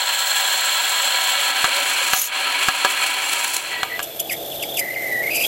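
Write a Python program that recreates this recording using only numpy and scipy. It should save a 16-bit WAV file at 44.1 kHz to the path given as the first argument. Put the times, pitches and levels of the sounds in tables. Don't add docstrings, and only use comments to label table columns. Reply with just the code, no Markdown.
import sys
import numpy as np
from scipy import signal
from scipy.fft import rfft, irfft, next_fast_len
from scipy.io import wavfile

SR = 44100
rng = np.random.default_rng(int(sys.argv[2]) if len(sys.argv) > 2 else 0)


def digitize_waveform(pressure):
    field = np.atleast_2d(pressure).T
    bounded = np.clip(field, -1, 1)
    quanta = np.round(bounded * 32767).astype(np.int16)
    wavfile.write(sys.argv[1], SR, quanta)


N = 241359
TIME = np.arange(N) / SR

# (time [s], share of the duller packed colour [0-1])
FLUTE_PACKING = [(0, 0.04), (1.35, 0.19), (1.85, 0.54), (2.4, 0.6), (3.8, 0.58)]
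# (frequency [Hz], density [dB per Hz])
FREE_CUT_COLOUR = [(200, -23), (330, -23.5), (480, -15.5), (750, -3.5), (1200, -1.5), (1600, 2),
                   (2500, -2.5), (3200, 6), (3800, 1), (4400, 1.5), (4700, -11.5), (6000, -28)]
PACKED_CUT_COLOUR = [(180, -17.5), (300, -5.5), (470, -16), (750, -4.5), (1200, 2.5), (1900, 0),
                     (2400, 10.5), (3200, 2.5), (3800, -10), (4400, -2.5), (4700, -2), (6000, -39)]
# (frequency [Hz], density [dB per Hz])
FREE_SLIDE_COLOUR = [(3500, -43), (4800, 0), (6000, 1.5), (7600, 5.5), (8700, 2), (10800, -2.5), (13000, 2),
                     (13750, 1), (14500, -22), (15700, 7.5)]
PACKED_SLIDE_COLOUR = [(3500, 6), (4800, -0.5), (6000, 6), (7600, 0.5), (8700, 4), (10000, 7.5), (11600, 1),
                       (12500, -2), (13750, -6), (15700, -10)]
# (time of the middle [s], level [dB], length [s])
RIM_SNAGS = [(3.068, -22.5, 0.0067), (3.334, -21.5, 0.0043), (3.445, -25, 0.0054), (3.479, -27, 0.0074),
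             (3.544, -23.5, 0.01), (3.567, -20.5, 0.0034)]


def drilling():
    rasp_db, hiss_db = drill_levels()
    packed = np.clip(in_time(FLUTE_PACKING)[0], 0, 1)

    def voiced(force, free_colour, packed_colour):
        free = rms_one(through_tool(coloured(force, free_colour)))
        full = rms_one(through_tool(coloured(force, packed_colour)))
        return rms_one((1 - packed) * free + packed * full)

    cutting = friction(grains_per_s=2500, grain_db=-6.5, surge_db=0.77, surge_rate_hz=130)
    rasp = voiced(cutting, FREE_CUT_COLOUR, PACKED_CUT_COLOUR)
    sliding = friction(grains_per_s=1200, grain_db=-7.5, surge_db=1.3, surge_rate_hz=52)
    hiss = voiced(sliding, FREE_SLIDE_COLOUR, PACKED_SLIDE_COLOUR)
    load = from_db(.65 * drift(45))
    cut = load * (from_db(rasp_db) * rasp + from_db(hiss_db) * hiss)
    snags = sum(swell(*snag) for snag in RIM_SNAGS)
    return cut + snags * (hiss + 0.41 * rasp)


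# (time [s], rasp level [dB], hiss level [dB])
DRILL_FEED = [(0, -21.5, -27), (.35, -21, -24), (1.3, -20, -25), (1.7, -20.5, -27), (2.1, -20.5, -25),
              (2.42, -21, -30), (3.2, -22.5, -29), (3.37, -22.5, -25.5), (3.6, -28.5, -29.5),
              (3.75, -26, -36.5)]
# (time of the middle [s], length [s], change of rasp [dB], change of hiss [dB])
LIP_BITES = [(1.535, 0.027, -2.5, -6), (1.596, 0.01, 1.5, 2), (2.238, 0.11, -14, -3.5),
             (2.315, 0.044, -1.5, -9), (2.637, 0.035, 3, 5), (2.717, 0.071, -2.5, -0.5),
             (2.906, 0.035, -0.5, 4), (3.03, 0.044, 3, 3)]
FADE_START_S, FADE_DB_PER_S = 3.736, 49


def drill_levels():
    fade_db = FADE_DB_PER_S * np.maximum(TIME - FADE_START_S, 0)
    rasp_db, hiss_db = in_time(DRILL_FEED) - fade_db
    for s, length, rasp_change, hiss_change in LIP_BITES:
        bite = swell(s, 0, length)
        rasp_db = rasp_db + rasp_change * bite
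        hiss_db = hiss_db + hiss_change * bite
    return rasp_db, hiss_db


# (frequency [Hz], width [Hz], lift [dB])
TOOLING_MODES = [(203, 39, -18), (281, 11.5, 9), (392, 9.6, 13.5), (569, 75, 13), (612, 23, -30),
                 (767.5, 19.4, 10), (812, 66, 3), (949.3, 10.5, 10.5), (992, 22.3, 11.5), (1078, 35, 3.5),
                 (1204, 100, -9.5), (1232, 6.1, 11.5), (1328, 29, 10.5), (1574, 146, 4.5), (1664, 33, 8),
                 (1760, 120, 1.5), (1960, 25, 7.5), (2230, 21, 9.5), (2200, 20, -7), (2293, 47, 6),
                 (2477, 49, 3.5), (2638, 106, 5.5), (2820, 16, 9), (3060, 59, 5), (3100, 30, 2.5),
                 (3350, 104, 7), (4089, 39, 9), (4255, 86, 11.5), (4470, 24, -3.5), (6200, 42, 2),
                 (6500, 67, 1.5), (6920, 100, 6.5), (7505, 61, 14), (7780, 160, 7), (8820, 170, -4),
                 (9140, 71, 9), (10000, 100, 2.5), (11700, 130, 1.5), (11640, 70, 6.5), (11700, 26, -7),
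                 (12600, 250, -4), (14600, 155, 13)]


def through_tool(x):
    for hz, width, lift_db in TOOLING_MODES:
        band = signal.lfilter(*signal.iirpeak(hz, hz / width, fs=SR), x)
        x = x + (from_db(lift_db) - 1) * band
    return x


# (time of the middle [s], frequency [Hz], level [dB], length [s])
SINGING_MOMENTS = [(1.39, 563, -31, 0.041), (1.683, 550, -24, 0.01), (1.792, 559, -30, 0.068),
                   (1.905, 560, -40, .03), (2.02, 541, -28, 0.013), (2.164, 752, -24.5, 0.014)]


def drill_song():
    waver = 2 * np.pi * np.cumsum(12 * drift(46.5)) / SR
    unsteady = from_db(2.0 * drift(40))
    song = sum(swell(s, db, length) * np.sin(2 * np.pi * hz * TIME + waver)
               for s, hz, db, length in SINGING_MOMENTS)
    return unsteady * song


# (time [s], strength [dB], rebound delay [s], rebound against the break [dB])
CHIP_BREAKS = [(1.643, -0.5, .007, -11), (2.134, -2, .007, -19), (2.685, -1, 0.0054, -11),
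               (2.848, 1.5, 0.0062, -16), (3.8315, -5.5, .004, -21), (3.9929, -12.5, 0.0085, -4.5)]
# (frequency [Hz], level [dB], 60 dB decay [s])
DRILL_KNOCK_MODES = [(740, -23, 0.042), (1180, -9.5, 0.046), (1600, -6.5, 0.01), (2980, -8, 0.0069)]


def chip_breaks(crack_db=-11, crack_decay_s=.003, thud_db=-16, thud_decay_s=0.00056):
    clicks = np.zeros(N)
    for s, db, delay, rebound_db in CHIP_BREAKS:
        clicks[round(s * SR)] += from_db(db)
        clicks[round((s + delay) * SR)] += from_db(db + rebound_db)

    def dying(decay_s):
        return signal.lfilter([1], [1, -np.exp(-1 / (decay_s * SR))], clicks + 1e-18)

    knock = sum((-1) ** k * from_db(db) * ring(clicks, hz, t60)
                for k, (hz, db, t60) in enumerate(DRILL_KNOCK_MODES))
    crack_colour = [(500, -21), (1400, -10.0), (4500, -11.5), (8000, -18.5), (15000, -27)]  # Hz, dB per Hz
    crack = dying(crack_decay_s) * rms_one(coloured(rng.standard_normal(N), crack_colour))
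    thud = from_db(thud_db) * dying(thud_decay_s)
    return through_tool(knock + from_db(crack_db) * crack) + thud


# (time [s], level [dB])
RUB_LEVEL = [(2.09, -78), (2.13, -23.5), (2.19, -17), (2.24, -23), (2.275, -26), (2.31, -73)]
# (frequency [Hz], density [dB per Hz])
RUB_HISS_COLOUR = [(3000, -3), (5300, -8), (6200, 1), (7000, -4), (8600, -10), (9400, -1), (10400, -5),
                   (11400, -11), (13200, -9), (13700, -10), (14400, -14), (15300, -4)]
# (frequency [Hz], level against its hiss [dB])
CHIP_CHIRP_MODES = [(6180, -11), (6850, -5), (11350, -8), (11950, -11), (13000, -6)]


def chip_rub():
    rubbing = friction(grains_per_s=1500, grain_db=-23, surge_db=3.5, surge_rate_hz=97)
    hiss = rms_one(coloured(rubbing, RUB_HISS_COLOUR))
    chirps = 0
    for hz, db in CHIP_CHIRP_MODES:
        tone = narrow_noise(2 * np.pi * hz * TIME, width_hz=130)
        chirps = chirps + from_db(db) * rms_one(tone * from_db(5.7 * drift(90)))
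    return from_db(in_time(RUB_LEVEL)[0]) * rms_one(hiss + chirps)


# (start [s], length [s], settled pitch [Hz], level [dB])
SQUEAL_LOCKS = [(3.713, 0.12, 1950, -31.5), (3.894, 0.076, 1970, -28), (4.804, 0.078, 2040, -28),
                (4.883, 0.0086, 1920, -23), (4.899, 0.044, 2030, -28), (4.957, 0.15, 2050, -26.5),
                (5.11, 0.111, 1957, -22.5), (5.223, 0.078, 2107, -25), (5.302, .152, 2534, -23.5)]
# (time [s], level [dB])
FREE_SKID = [(3.95, -42.5), (4.25, -40.5), (4.419, -40.5), (4.56, -37), (4.61, -30.5), (4.68, -34),
             (4.779, -31.5)]
LOCK_ATTACK_S, LOCK_RELEASE_S, LOCK_SHARP_HZ, LOCK_SETTLE_S = .005, 0.0054, 80, 0.00977
SKID_HZ = 3447


def squeal():
    hz, gain = LOCK_HZ, 0
    for s, length, pitch_hz, db in SQUEAL_LOCKS:
        settling = pitch_hz + LOCK_SHARP_HZ * np.exp(-np.clip((TIME - s) / LOCK_SETTLE_S, 0, 40))
        hz = np.where(TIME < s, hz, settling)
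        gain = gain + from_db(db) * gate(s, s + length, LOCK_ATTACK_S, LOCK_RELEASE_S)
    skidding = gate(FREE_SKID[0][0], FREE_SKID[-1][0], LOCK_ATTACK_S, LOCK_RELEASE_S)
    free = from_db(in_time(FREE_SKID)[0]) * skidding
    return gain * stick_slip(hz, LOCK_WIDTH_HZ) + free * stick_slip(SKID_HZ, LOCK_WIDTH_HZ)


LOCK_HZ, LOCK_WIDTH_HZ, WIDENING, WIDEST_HZ = 1950, 13, 0.38, 380


def stick_slip(hz, narrowest_hz, overtone_db=-25, screech_db=-8, flutter_db=1.0,
               curl_hz=38, curl_db=1.5, skid_width_hz=80):
    width = np.minimum(narrowest_hz + WIDENING * np.maximum(hz - LOCK_HZ, 0), WIDEST_HZ)
    wander = np.sqrt(np.abs(width) * 45) * drift(250)
    curl = np.sin(2 * np.pi * np.cumsum(curl_hz + 7 * drift(11.27)) / SR)
    phase = 2 * np.pi * np.cumsum(hz + wander - 22 * curl) / SR
    locked = np.sqrt(2) * (np.sin(phase) + from_db(overtone_db) * np.sin(2 * phase))
    grip = rms_one(from_db(curl_db * curl + flutter_db * drift(62)))
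    skid = np.clip(width / skid_width_hz, 0, 1)
    loose = narrow_noise(phase, width_hz=87)
    mode_hz = 4860
    nearness = 1 / (1 + ((hz - mode_hz / 2) / 150) ** 4)
    screech = from_db(screech_db) * narrow_noise(2 * np.pi * mode_hz * TIME, width_hz=130) * nearness
    return np.sqrt(1 - skid ** 2) * grip * locked + skid * loose + screech


# (start [s], length [s], pitch aimed at [Hz], chirp level [dB], spit level [dB])
TIP_GRABS = [(4.023, 0.0099, 2640, -40, -25), (4.191, 0.012, 2970, -28.5, -23.5),
             (4.288, 0.054, 2080, -28.5, -35), (4.512, 0.0085, 2958, -26, -30),
             (4.621, 0.017, 2280, -25, -22), (4.765, 0.03, 2385, -26, -23), (4.94, 0.018, 2106, -36, -45),
             (5.34, 0.034, 2553, -35, -22), (5.397, 0.033, 2550, -32, -26.5),
             (5.437, 0.022, 3260, -24.5, -24.5)]
# (frequency [Hz], density [dB per Hz])
SPIT_HISS_COLOUR = [(1800, -35), (3000, 3), (4300, -30), (4850, -2), (5200, -5.5), (6400, -6.5),
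                    (7800, -1.5), (9000, -7.5), (11000, -1), (12600, 3), (14200, -6.5), (14600, -51)]
GRAB_ATTACK_S, GRAB_RELEASE_S, GRAB_FALL_S, GRAB_WIDTH_HZ = 0.0058, 0.0094, .009, 210


def grabs():
    hz, chirp_gain, spit_gain = SKID_HZ, 0, 0
    for s, length, aim_hz, chirp_db, spit_db in TIP_GRABS:
        falling = aim_hz + (SKID_HZ - aim_hz) * np.exp(-np.clip((TIME - s) / GRAB_FALL_S, 0, 40))
        hz = np.where(TIME < s, hz, falling)
        force = gate(s, s + length, GRAB_ATTACK_S, GRAB_RELEASE_S)
        chirp_gain = chirp_gain + from_db(chirp_db) * force
        spit_gain = spit_gain + from_db(spit_db) * force
    spitting = friction(grains_per_s=3600, grain_db=-29, surge_db=4.5, surge_rate_hz=43)
    spit = rms_one(coloured(spitting, SPIT_HISS_COLOUR))
    return chirp_gain * stick_slip(hz, GRAB_WIDTH_HZ) + spit_gain * spit


# (time [s], hiss level [dB], drive level [dB])
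TURNING_LEVELS = [(0, -90, -58.5), (3.6, -59, -46), (3.85, -40, -38), (4.1, -37.5, -38), (4.45, -35, -33.5),
                  (4.75, -34, -32), (4.9, -37, -35), (5.25, -33.5, -31.5), (5.47, -27.5, -32)]
# (frequency [Hz], density [dB per Hz])
TURN_HISS_COLOUR = [(700, -44), (1100, -13), (1600, -14.5), (3000, -3.5), (5000, -7.5), (7500, -7.5),
                    (9000, -7.5), (11300, -6), (12400, 2.5), (13600, 3.5), (14200, -1), (14600, -47)]


def turning():
    hiss_db, drive_db = in_time(TURNING_LEVELS)
    shaving = friction(grains_per_s=1200, grain_db=-3.5, surge_db=1.0, surge_rate_hz=51)
    hiss = rms_one(coloured(shaving, TURN_HISS_COLOUR))
    return from_db(hiss_db) * hiss + from_db(drive_db) * drive()


# (frequency [Hz], density [dB per Hz])
RUMBLE_COLOUR = [(25, -25), (80, -16), (140, -13), (230, -11.5), (340, -5), (500, -3.5), (680, 0),
                 (820, -6), (1000, -23), (1600, -22.5)]
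# (frequency [Hz], level against the rumble [dB])
GEAR_TONES = [(140, -19.5), (199, -46), (334, -13.5), (447, -13), (570, -9.5), (673, -8.5)]


def drive():
    tones = 0
    for hz, db in GEAR_TONES:
        phase = 2 * np.pi * np.cumsum(hz * (1 + 0.02076 * drift(14.36))) / SR
        tones = tones + from_db(db) * np.sqrt(2) * np.sin(phase)
    rumble = rms_one(coloured(rng.standard_normal(N), RUMBLE_COLOUR))
    return rms_one(rumble + tones)


# (frequency [Hz], density [dB per Hz])
FLOOR_COLOUR = [(20, 19), (50, 17), (100, 9), (200, -38.5), (400, 12.5), (1000, -3)]


def workshop_floor():
    channels = [coloured(rng.standard_normal(N), FLOOR_COLOUR) for channel in range(2)]
    return from_db(-61) * rms_one(np.array(channels))


def friction(grains_per_s, grain_db, surge_db, surge_rate_hz):
    sizes = from_db(4 * np.minimum(rng.exponential(1, N), 4)) * rng.choice([-1, 1], N)
    grains = rms_one(sizes * (rng.random(N) < grains_per_s / SR))
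    surge = from_db(surge_db * drift(surge_rate_hz))
    return (rng.standard_normal(N) + from_db(grain_db) * grains) * surge


def ring(x, hz, t60):
    r, w = from_db(-60 / (t60 * SR)), 2 * np.pi * hz / SR
    return signal.lfilter([0, np.sin(w)], [1, -2 * r * np.cos(w), r * r], x + 1e-18)


def narrow_noise(phase, width_hz):
    return drift(width_hz) * np.cos(phase) + drift(width_hz) * np.sin(phase)


def drift(rate_hz):
    r = np.exp(-16 * np.pi * rate_hz / SR)
    noise = rng.standard_normal(N // 8 + 4002)
    slow = signal.lfilter([1], [1, -2 * r, r * r], noise)[4000:]
    return np.interp(np.arange(N) / 8, np.arange(len(slow)), rms_one(slow))


def swell(s, db, length):
    return from_db(db) * np.exp(-2 * np.minimum(((TIME - s) / length) ** 2, 20))


def gate(start, end, attack, release):
    return np.clip((TIME - start) / attack, 0, 1) * np.exp(-np.clip((TIME - end) / release, 0, 40))


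def coloured(x, spectrum):
    hz, db = np.transpose(spectrum)
    size = next_fast_len(N + 4096)
    f = np.maximum(np.arange(size // 2 + 1) * SR / size, 1)
    gain = from_db(np.interp(np.log(f), np.log(hz), db))
    gain = gain * np.minimum(1, f / hz[0]) * np.minimum(1, hz[-1] / f) ** 2
    return irfft(rfft(x, size) * gain, size)[:N]


def in_time(rows):
    s, *columns = np.transpose(rows)
    return [np.interp(TIME, s, c) for c in columns]


def from_db(db):
    return 10 ** (np.asarray(db) / 20)


def rms_one(x):
    return x / np.sqrt(np.mean(x ** 2) + 1e-20)


def widened(mid, width):
    hz = np.arange(N + 1) * SR / (2 * N)
    delay_s = np.interp(hz, np.arange(500) * 50, rng.uniform(.002, .014, 500))
    turns = np.cumsum(delay_s) * hz[1]
    scattered = irfft(rfft(mid, 2 * N) * np.exp(-2j * np.pi * turns))[:N]
    side = coloured(scattered, width)
    return np.array([mid + side, mid - side])


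# (frequency [Hz], side over mid [dB])
DRILL_SIDE = [(100, -17), (350, -14), (700, -24.5), (2000, -90), (3600, -46.5), (5500, -27), (8000, -22.5),
              (15000, -17)]
TURN_SIDE = [(100, -15), (700, -42), (1300, -29), (2200, -25), (4400, -14.5), (8000, -6.5), (14000, -2)]


def scene():
    floor = workshop_floor()
    drill = drilling() + drill_song() + chip_breaks() + chip_rub()
    turn = squeal() + grabs() + turning()
    return widened(drill, DRILL_SIDE) + widened(turn, TURN_SIDE) + floor


def record(dry):
    rounded = dry / (1 + (dry / .58) ** 6) ** (1 / 6)
    low_pass = signal.ellip(12, .1, 90, 15900, fs=SR, output="sos")
    return signal.sosfilt(low_pass, rounded)


dry = scene()
out = record(dry)
digitize_waveform(out)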